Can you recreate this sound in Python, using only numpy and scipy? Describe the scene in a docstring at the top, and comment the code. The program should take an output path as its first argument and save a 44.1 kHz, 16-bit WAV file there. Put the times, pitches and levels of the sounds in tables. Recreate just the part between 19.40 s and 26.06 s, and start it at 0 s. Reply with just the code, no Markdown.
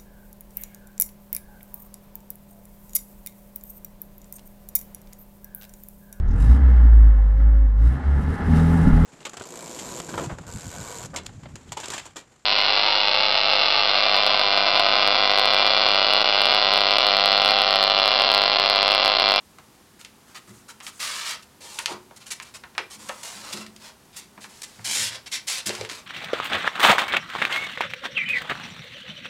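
"""Folding a sheet of paper

A sheet of paper is folded by hand on a table in a small room. Fingers brush and press it and its layers slide:
shaped noise full of tiny grains. The bent sheet buckles with sharp snaps: falling sweeps, crackle and ringing noise.
Now and then soft pats, flaps and rubs puff air, as swells of low noise, and set the table top ringing softly.
Faint ticks, a short room tail and steady room noise with a low drone lie around it all."""
import sys
import numpy as np
from scipy import signal
from scipy.fft import rfft, irfft, next_fast_len
from scipy.io import wavfile

SR = 44100
rng = np.random.default_rng(int(sys.argv[2]) if len(sys.argv) > 2 else 0)


def master_out(mix):
    """Clip the mix to full scale and print it as 16-bit PCM to the path in sys.argv[1]."""
    frames = np.transpose(np.atleast_2d(mix))
    ceiling = np.clip(frames, -1, 1)
    pcm = np.round(ceiling * 32767).astype(np.int16)
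    wavfile.write(sys.argv[1], SR, pcm)


N = 293706   # length of the scene in samples


# long slides of paper: (start t/s, rise t/s, time until the hand lets up t/s, friction level/dB before the
# trim of all slides, change of friction until then level/dB, hollow part level/dB against friction,
# fine hiss level/dB against friction)
LONG_SLIDES = [(1.59, 0.0164, 0.356, -30.5, -7, -6.5, -2.5), (1.835, 0.0423, 0.0849, -32, -2, -10, -2.5),
               (2.202, 0.0111, 0.2236, -47, 3.5, -3.5, -0.5), (2.465, 0.0163, 0.061, -42.5, 4, 4.5, -6.5),
               (3.57, 0.0415, 0.315, -50, -2.5, 0.5, 3.5), (3.829, 0.0075, 0.1935, -40.5, -5.5, -4.5, 2),
               (4.0, 0.051, 0.2247, -43, 1, -2, -3), (4.37, 0.0965, 0.121, -46, 0, -3.5, -4),
               (5.08, .02, 0.364, -53, -5, -5, 2), (5.44, 0.0128, 0.1014, -30.5, 1, -13.5, 0),
               (5.53, 0.0397, 0.1574, -24, -6.5, -16.5, 1.5), (5.7, 0.029, .06, -38, 0.5, -6.5, -7.5),
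               (5.91, .021, 0.0491, -27, -1, -19, -3.5), (6.066, 0.0192, 0.1294, -26.5, -6, -15, 0.5),
               (6.256, 0.0096, 0.034, -26, -6.5, -11.5, 4), (6.31, 0.021, 0.1437, -40, -6.5, -2, -2),
               (6.49, 0.0091, 0.1084, -40.5, -5, -5.5, -2.5)]


def slides(trim_db=-2.0, wobble_db=0.49, wobbles_per_s=30, release_db_per_s=451.5):
    """Paper drawn over paper and table takes hold, runs on unsteadily and dies away, darkening as it slows."""
    # for each dB of friction lost: dB of hiss lost and dB of hollow part gained
    hiss_follows, hollow_lags = 0.64, 0.4
    out = np.zeros(N)
    for start, rise, length, friction_db, change_db, hollow_db, hiss_db in LONG_SLIDES:
        t = seconds(length + 45 / release_db_per_s)
        speed_db = change_db * np.minimum(t / length, 1)
        speed_db = speed_db - release_db_per_s * np.maximum(t - length, 0)
        speed_db = speed_db + wobble_db * drift(t, wobbles_per_s)
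        slide_hollow_db = hollow_db - hollow_lags * speed_db
        slide_hiss_db = hiss_db + hiss_follows * speed_db
        rub = friction(start, t, friction_db + speed_db, slide_hollow_db, slide_hiss_db)
        taking_hold = np.sin(np.pi / 2 * np.clip(t / rise, 0, 1)) ** 2
        add(out, start, taking_hold * rub)
    return from_db(trim_db) * out


# short finger brushes: (start t/s, length t/s, friction level/dB, fine hiss level/dB against friction)
FINGER_BRUSHES = [(0.589, 0.055, -58, 4), (0.869, 0.094, -62.5, 1.5), (0.944, 0.055, -46, -3),
                  (1.07, 0.062, -59.5, 4), (1.115, 0.143, -68.5, 11), (1.281, 0.0484, -49, 2),
                  (1.422, 0.075, -54.5, 7), (1.465, 0.0455, -45, 2.5), (1.517, 0.176, -62.5, 9),
                  (2.023, 0.0228, -52, -1.5), (2.76, 0.0276, -52.5, 5), (2.801, .055, -51.5, -5.5),
                  (2.859, 0.0475, -47.5, 1.5), (2.904, 0.0421, -35.5, 1.5), (3.021, 0.0215, -48, 3),
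                  (3.044, 0.0786, -53.5, -3.5), (3.139, 0.0442, -44, 0), (3.499, 0.0783, -46, 1),
                  (3.686, .012, -38.5, 0.5), (3.83, 0.0114, -42, 3.5), (4.124, .024, -31.5, -4),
                  (4.724, 0.157, -51, -6.5), (4.761, 0.0495, -43.5, 4.5), (5.004, 0.0756, -49, 0),
                  (5.218, 0.0075, -38.5, 2), (5.229, 0.0252, -40, 2), (5.859, 0.0332, -40, -6.5)]
# how far the flap arches under the fingers: (t/s, hollow part of a light touch level/dB against friction)
FLAP_ARCH = [(0, -1), (1.3, 5), (2.0, -10), (3.1, -2), (4.8, -8.5), (5.9, -10)]


def brushes(light_touch_db=-57, flattening=0.19):
    """Fingertips shift their grip; a harder brush presses the arch flat, so it sounds less hollow."""
    out = np.zeros(N)
    for start, length, level_db, hiss_db in FINGER_BRUSHES:
        t = seconds(length + 0.059)
        arch_db = np.interp(start, *np.transpose(FLAP_ARCH))
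        # flattening: dB of hollow part lost per dB above a light touch
        hollow_db = arch_db - flattening * (level_db - light_touch_db)
        add(out, start, swell(t, length) * friction(start, t, level_db, hollow_db, hiss_db))
    return out


# colour of sliding paper: (f/Hz, level/dB per Hz, relative)
PAPER_COLOUR = [(180, -45.5), (300, 17.5), (737, -3.5), (915, -3.5), (1280, -5.5), (1690, -6.5),
                (2070, -4.5), (2440, -4), (4160, -2), (6100, -4), (7200, -4.5), (10700, -12.5),
                (13500, -26.5), (16000, -39)]
# how the sheet is held: (t/s, resonance of the air pocket under the flap f/Hz,
# its sharp peak level/dB against the broad hollow, top of the hiss level/dB against the hiss)
SHEET_GRIP = [(0, 1227, 8.5, -11), (1.6, 1303, 4.5, -18.5), (2.25, 888, 1, -23.5), (2.9, 1253, -5.5, -25.5),
              (3.7, 1002, -6.5, -21), (4.8, 1070, -16, -14.5), (5.4, 1088, -12, -29.5),
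              (6.6, 1100, -30, -17.5)]


def friction(start, t, level_db, hollow_db, hiss_db, pocket_width=1.865, peak_width=1.209):
    """The grains sound through the sheet: an arched sheet is hollow, a fast flat slide hisses."""
    rub = coloured(bounces(grains(t), t), PAPER_COLOUR)
    times, *columns = np.transpose(SHEET_GRIP)
    hz, peak_db, top_db = [np.interp(start, times, column) for column in columns]

    # the widths are frequency ratios either side of the pocket's resonance
    broad = zone(rub, hz / pocket_width, hz * pocket_width, order=2)
    peak = zone(rub, hz / peak_width, hz * peak_width, order=1)
    hollow = rms_one(broad + from_db(peak_db) * peak)
    middle = zone(rub, 1593, 5896)
    hiss = rms_one(zone(rub, 6118, .45 * SR) + from_db(top_db) * zone(rub, 13630, .45 * SR))
    return from_db(level_db) * (middle + from_db(hollow_db) * hollow + from_db(hiss_db) * hiss)


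def grains(t, catches_per_s=3500, grain_db=3, smooth=1.0, snags_per_s=120, snag_db=-14, uneven_db=0.87):
    """Fibres catch and slip: sharp grains and a few larger snags on a smooth rub, under uneven pressure."""
    count = len(t)
    sizes = from_db(grain_db * np.minimum(rng.exponential(1, count), 5)) * rng.choice([-1, 1], count)
    catches = rms_one(sizes * (rng.random(count) < catches_per_s / SR))
    fine = catches + smooth * rng.standard_normal(count)
    snags = (rng.random(count) < snags_per_s / SR) * rng.uniform(-0.86, 1, count)
    snags = snags * np.sqrt(SR / snags_per_s)   # rarer snags are made stronger
    snags = signal.fftconvolve(snags, dying_noise(seconds(.01), 0.0058))[:count]
    pressure = from_db(uneven_db * drift(t, 167.8))
    return (fine + from_db(snag_db) * snags) * pressure


def bounces(x, t, share=0.262, glide=0.1288, count=3):
    """Close reflections off table, hand and flap ripple the colour; they shift as the hand moves."""
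    shifts = np.array([drift(t, 6.02) for k in range(count)])
    lags = rng.uniform(0.000499, .004, (count, 1)) * (1 + glide * shifts)   # seconds
    return x + share * sum(np.interp(t - lag, t, x, left=0) for lag in lags)


# buckling of the sheet: (t/s, strength level/dB before the trim of all snaps, f/Hz, crackle length t/s)
SHEET_SNAPS = [(.185, -27, 1347, 0.00316), (.186, -31, 5160, 0.00171), (0.613, -24, 3990, 0.00109),
               (.648, -17.5, 3336, .0036), (1.403, -23.5, 3180, 0.00054), (1.407, -21, 1924, .002),
               (1.466, -12.5, 2994, 0.0018), (2.3878, -7, 2014, 0.00067), (2.3899, -6.5, 5480, 0.0013),
               (2.4588, 0, 3702, 0.001757), (2.71, -28, 949, 0.00266), (3.0, -15.5, 1943, 0.00071),
               (3.237, -19.5, 1450, 0.00264), (3.3505, -23.5, 1480, .002), (3.3798, .5, 2035, 0.00092),
               (3.6935, -7.5, 1250, .005), (4.135, -16.5, 3490, 0.00266), (4.173, -15.5, 3510, .0018),
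               (4.264, -21, 3526, 0.0038), (4.363, -22.5, 4906, .0025), (4.977, -24.5, 1247, 0.00494),
               (5.042, -19.5, 1710, 0.0052), (5.393, -27, 1150, 0.00304), (6.293, -6.5, 3248, 0.0024),
               (6.305, -11, 2228, .0023), (6.35, -11, 3510, 0.0057), (6.411, -11, 2986, .0018),
               (6.4496, -13.5, 2670, 0.000894), (6.491, -18.5, 2610, 0.00235), (6.497, -12, 2550, 0.00296),
               (6.513, -13.5, 2957, .003)]


def snaps(spread=2.417, crackle=2.27, ring_pitch=0.779, ring_spread=1.724, edge_db=-14, edge_spread=3,
          top_hz=10500, trim_db=3, sheet_t60_s=0.0975):
    """A dent flips over: a bending pulse, a short crackle, then the sheet rings on a little lower."""
    # large, low dents set more of the sheet ringing
    dent_hz, dent_ring_db, ring_db_per_octave = 2170, -.5, -5.5
    out, t = np.zeros(N), seconds(.25)
    for start, strength_db, hz, length in SHEET_SNAPS:
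        ring_db = dent_ring_db + ring_db_per_octave * np.log2(hz / dent_hz)
        # bending waves run faster at high pitch, so the pulse arrives as a tiny falling sweep
        sweep = signal.chirp(t, hz * 3, length, hz / 3, method="logarithmic", phi=90)
        pulse = energy_one(sweep * swell(t, length, skew=0.89))
        crackling = energy_one(rng.standard_normal(len(t)) * np.exp(-t / length))
        attack = energy_one(band(pulse + crackle * crackling, hz / spread, hz * spread))
        ring_hz = hz * ring_pitch
        ring = energy_one(band(dying_noise(t, sheet_t60_s), ring_hz / ring_spread, ring_hz * ring_spread))
        # the high modes are weak and die first
        edge = energy_one(band(dying_noise(t, sheet_t60_s / 2), hz, hz * edge_spread))
        snap = attack + from_db(ring_db) * ring + from_db(edge_db) * edge
        add(out, start, from_db(strength_db + trim_db) * snap)
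    return band(out, 253, top_hz)


# soft low thuds: pats, flaps of the sheet, and long rows where the sliding hand rubs the table:
# (t/s, length t/s, level/dB, f/Hz)
SOFT_THUDS = [(1.079, 0.0503, -49.5, 201), (2.482, 0.091, -37.5, 840), (2.503, 0.0292, -36.5, 354),
              (2.53, 0.028, -49, 156.6), (3.383, 0.0456, -39.5, 450), (3.545, 0.21, -56.5, 225),
              (3.92, 0.192, -57.5, 222), (4.134, 0.0355, -42, 233.6), (4.139, 0.07, -47.5, 394),
              (4.18, 0.0515, -47, 232), (4.25, .15, -59, 227), (4.975, 0.0348, -52, 236.4),
              (5.385, 0.0466, -47.5, 134), (5.445, 0.251, -52, 265), (5.555, 0.212, -53, 122.4),
              (6.262, 0.0352, -40, 227), (6.284, 0.036, -30.5, 476), (6.384, 0.028, -41, 640),
              (6.386, 0.073, -47.5, 116), (6.408, 0.0158, -29.5, 479), (6.427, 0.0333, -42, 461),
              (6.513, 0.0184, -43, 411)]
# ringing modes of the table top: (f/Hz, level/dB, relative, time to fall 60 dB t/s)
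TABLE_MODES = [(114.24, 3, 0.464), (215.57, 1, 0.46), (362.44, -3.5, 0.517), (445, -3.5, 0.387)]


def thuds(spread=1.362):
    """A pat, flap or rub puffs air, a swell of noise, and sets table modes near its pitch ringing."""
    # heavy, low thuds ring the table fully, higher ones less
    heavy_hz, table_ring_db, ring_db_per_octave = 220.3, 3, -11.5
    out, t = np.zeros(N), seconds(.55)
    table = sum(from_db(db - 60 * t / t60) * np.sin(2 * np.pi * hz * t) for hz, db, t60 in TABLE_MODES)
    for start, length, level_db, hz in SOFT_THUDS:
        ring_db = table_ring_db + ring_db_per_octave * max(np.log2(hz / heavy_hz), 0)
        air = band(rng.standard_normal(len(t)), hz / spread, hz * spread)
        puff = energy_one(air * swell(t, length))
        ring = energy_one(signal.fftconvolve(puff, table)[:len(t)])
        loudness = from_db(level_db) * np.sqrt(length * SR / 2)   # longer thuds carry more energy
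        add(out, start, loudness * (puff + from_db(ring_db) * ring))
    return out


def creaks(per_s=9, level_db=-38, spread_db=4):
    """The held sheet ticks faintly all the time: bursts of dying noise at random moments."""
    strengths = from_db(level_db + spread_db * np.clip(rng.standard_normal(N), -2, 2))
    ticks = (rng.random(N) < per_s / SR) * strengths
    return band(signal.fftconvolve(ticks, dying_noise(seconds(.03), 0.026))[:N], 900, 9000, order=1)


def room(x, first_echo_s=0.00763, wall_hz=9000, t60_s=0.236, tail_db=-12):
    """The walls add a short diffuse tail, duller than the direct sound."""
    t = seconds(.5)
    tail = energy_one(band(dying_noise(t, t60_s) * (t > first_echo_s), 59, wall_hz, order=1))
    return x + from_db(tail_db) * signal.fftconvolve(x, tail)[:N]


# colour of the still room: (f/Hz, level/dB per Hz, relative)
AIR_COLOUR = [(15, -44), (25, -17), (66, -5.5), (249, -4.5), (293, -8), (405, -7), (451, -16), (489, -6.5),
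              (531, -14.5), (887, -11.5), (2280, -19), (11900, -21.5), (14800, -25), (16000, -24.5)]


def still_air(drone_hz=210, drone_width_hz=14, drone_db=-69, top_hz=12500, air_db=-54):
    """Steady coloured noise fills the room, with a narrow band of noise as a faint low drone."""
    low, high = drone_hz - drone_width_hz / 2, drone_hz + drone_width_hz / 2
    drone = rms_one(band(rng.standard_normal(N), low, high, order=1))
    noise = band(coloured(rng.standard_normal(N), AIR_COLOUR), 15, top_hz, order=1)
    return from_db(air_db) * noise + from_db(drone_db) * drone


def from_db(db):
    """Turn dB into an amplitude factor."""
    return 10 ** (np.asarray(db) / 20)


def rms_one(x):
    """Scale a steady sound to rms 1."""
    return x / np.sqrt(np.mean(x ** 2) + 1e-20)


def energy_one(x):
    """Scale a short sound to a total energy of 1."""
    return x / np.sqrt(np.sum(x ** 2) + 1e-20)


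def seconds(length):
    """Time axis of a sound, at least 16 samples long."""
    return np.arange(max(int(length * SR), 16)) / SR


def add(out, start, sound):
    """Mix a sound in at its time."""
    i = max(int(start * SR), 0)
    out[i:i + len(sound)] += sound[:max(N - i, 0)]


def band(x, low, high, order=2):
    """Keep the pitches between low and high (Hz)."""
    return signal.sosfilt(signal.butter(order, [low, high], "band", fs=SR, output="sos"), x + 1e-18)


def zone(x, low, high, order=3):
    """One register of a steady sound, filtered both ways to stay in phase with its neighbours; rms 1."""
    backward = band(x, low, high, order)[::-1]
    return rms_one(band(backward, low, high, order)[::-1])


def coloured(x, spectrum):
    """Filter a signal through a curve of (Hz, dB) points; rms 1."""
    hz, db = np.transpose(spectrum)
    size = next_fast_len(len(x))
    grid = np.maximum(np.arange(size // 2 + 1) * SR / size, 1)
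    gain = from_db(np.interp(np.log(grid), np.log(hz), db))
    return rms_one(irfft(rfft(x, size) * gain, size)[:len(x)])


def drift(t, rate):
    """Random values, rate per second, joined by straight lines."""
    count = int(t[-1] * rate) + 2
    return np.interp(t * rate, np.arange(count), rng.standard_normal(count))


def dying_noise(t, t60):
    """Many close modes dying together, 60 dB in t60 seconds; energy 1."""
    return energy_one(rng.standard_normal(len(t)) * from_db(-60 * t / t60))


def swell(t, length, skew=0.627):
    """A touch grows quickly and lets go more slowly."""
    return np.abs(np.sin(np.pi * np.clip(t / length, 0, 1) ** skew))


def scene():
    """Paper and table sound in the room, over its still air; one channel."""
    paper_and_table = slides() + brushes() + snaps() + creaks() + thuds()
    return (room(paper_and_table) + still_air())[None]


def record(dry, cutoff_hz=15900):
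    """The top is cut steeply."""
    return signal.sosfilt(signal.ellip(12, .1, 80, cutoff_hz, fs=SR, output="sos"), dry)


dry = scene()
out = record(dry)
master_out(out)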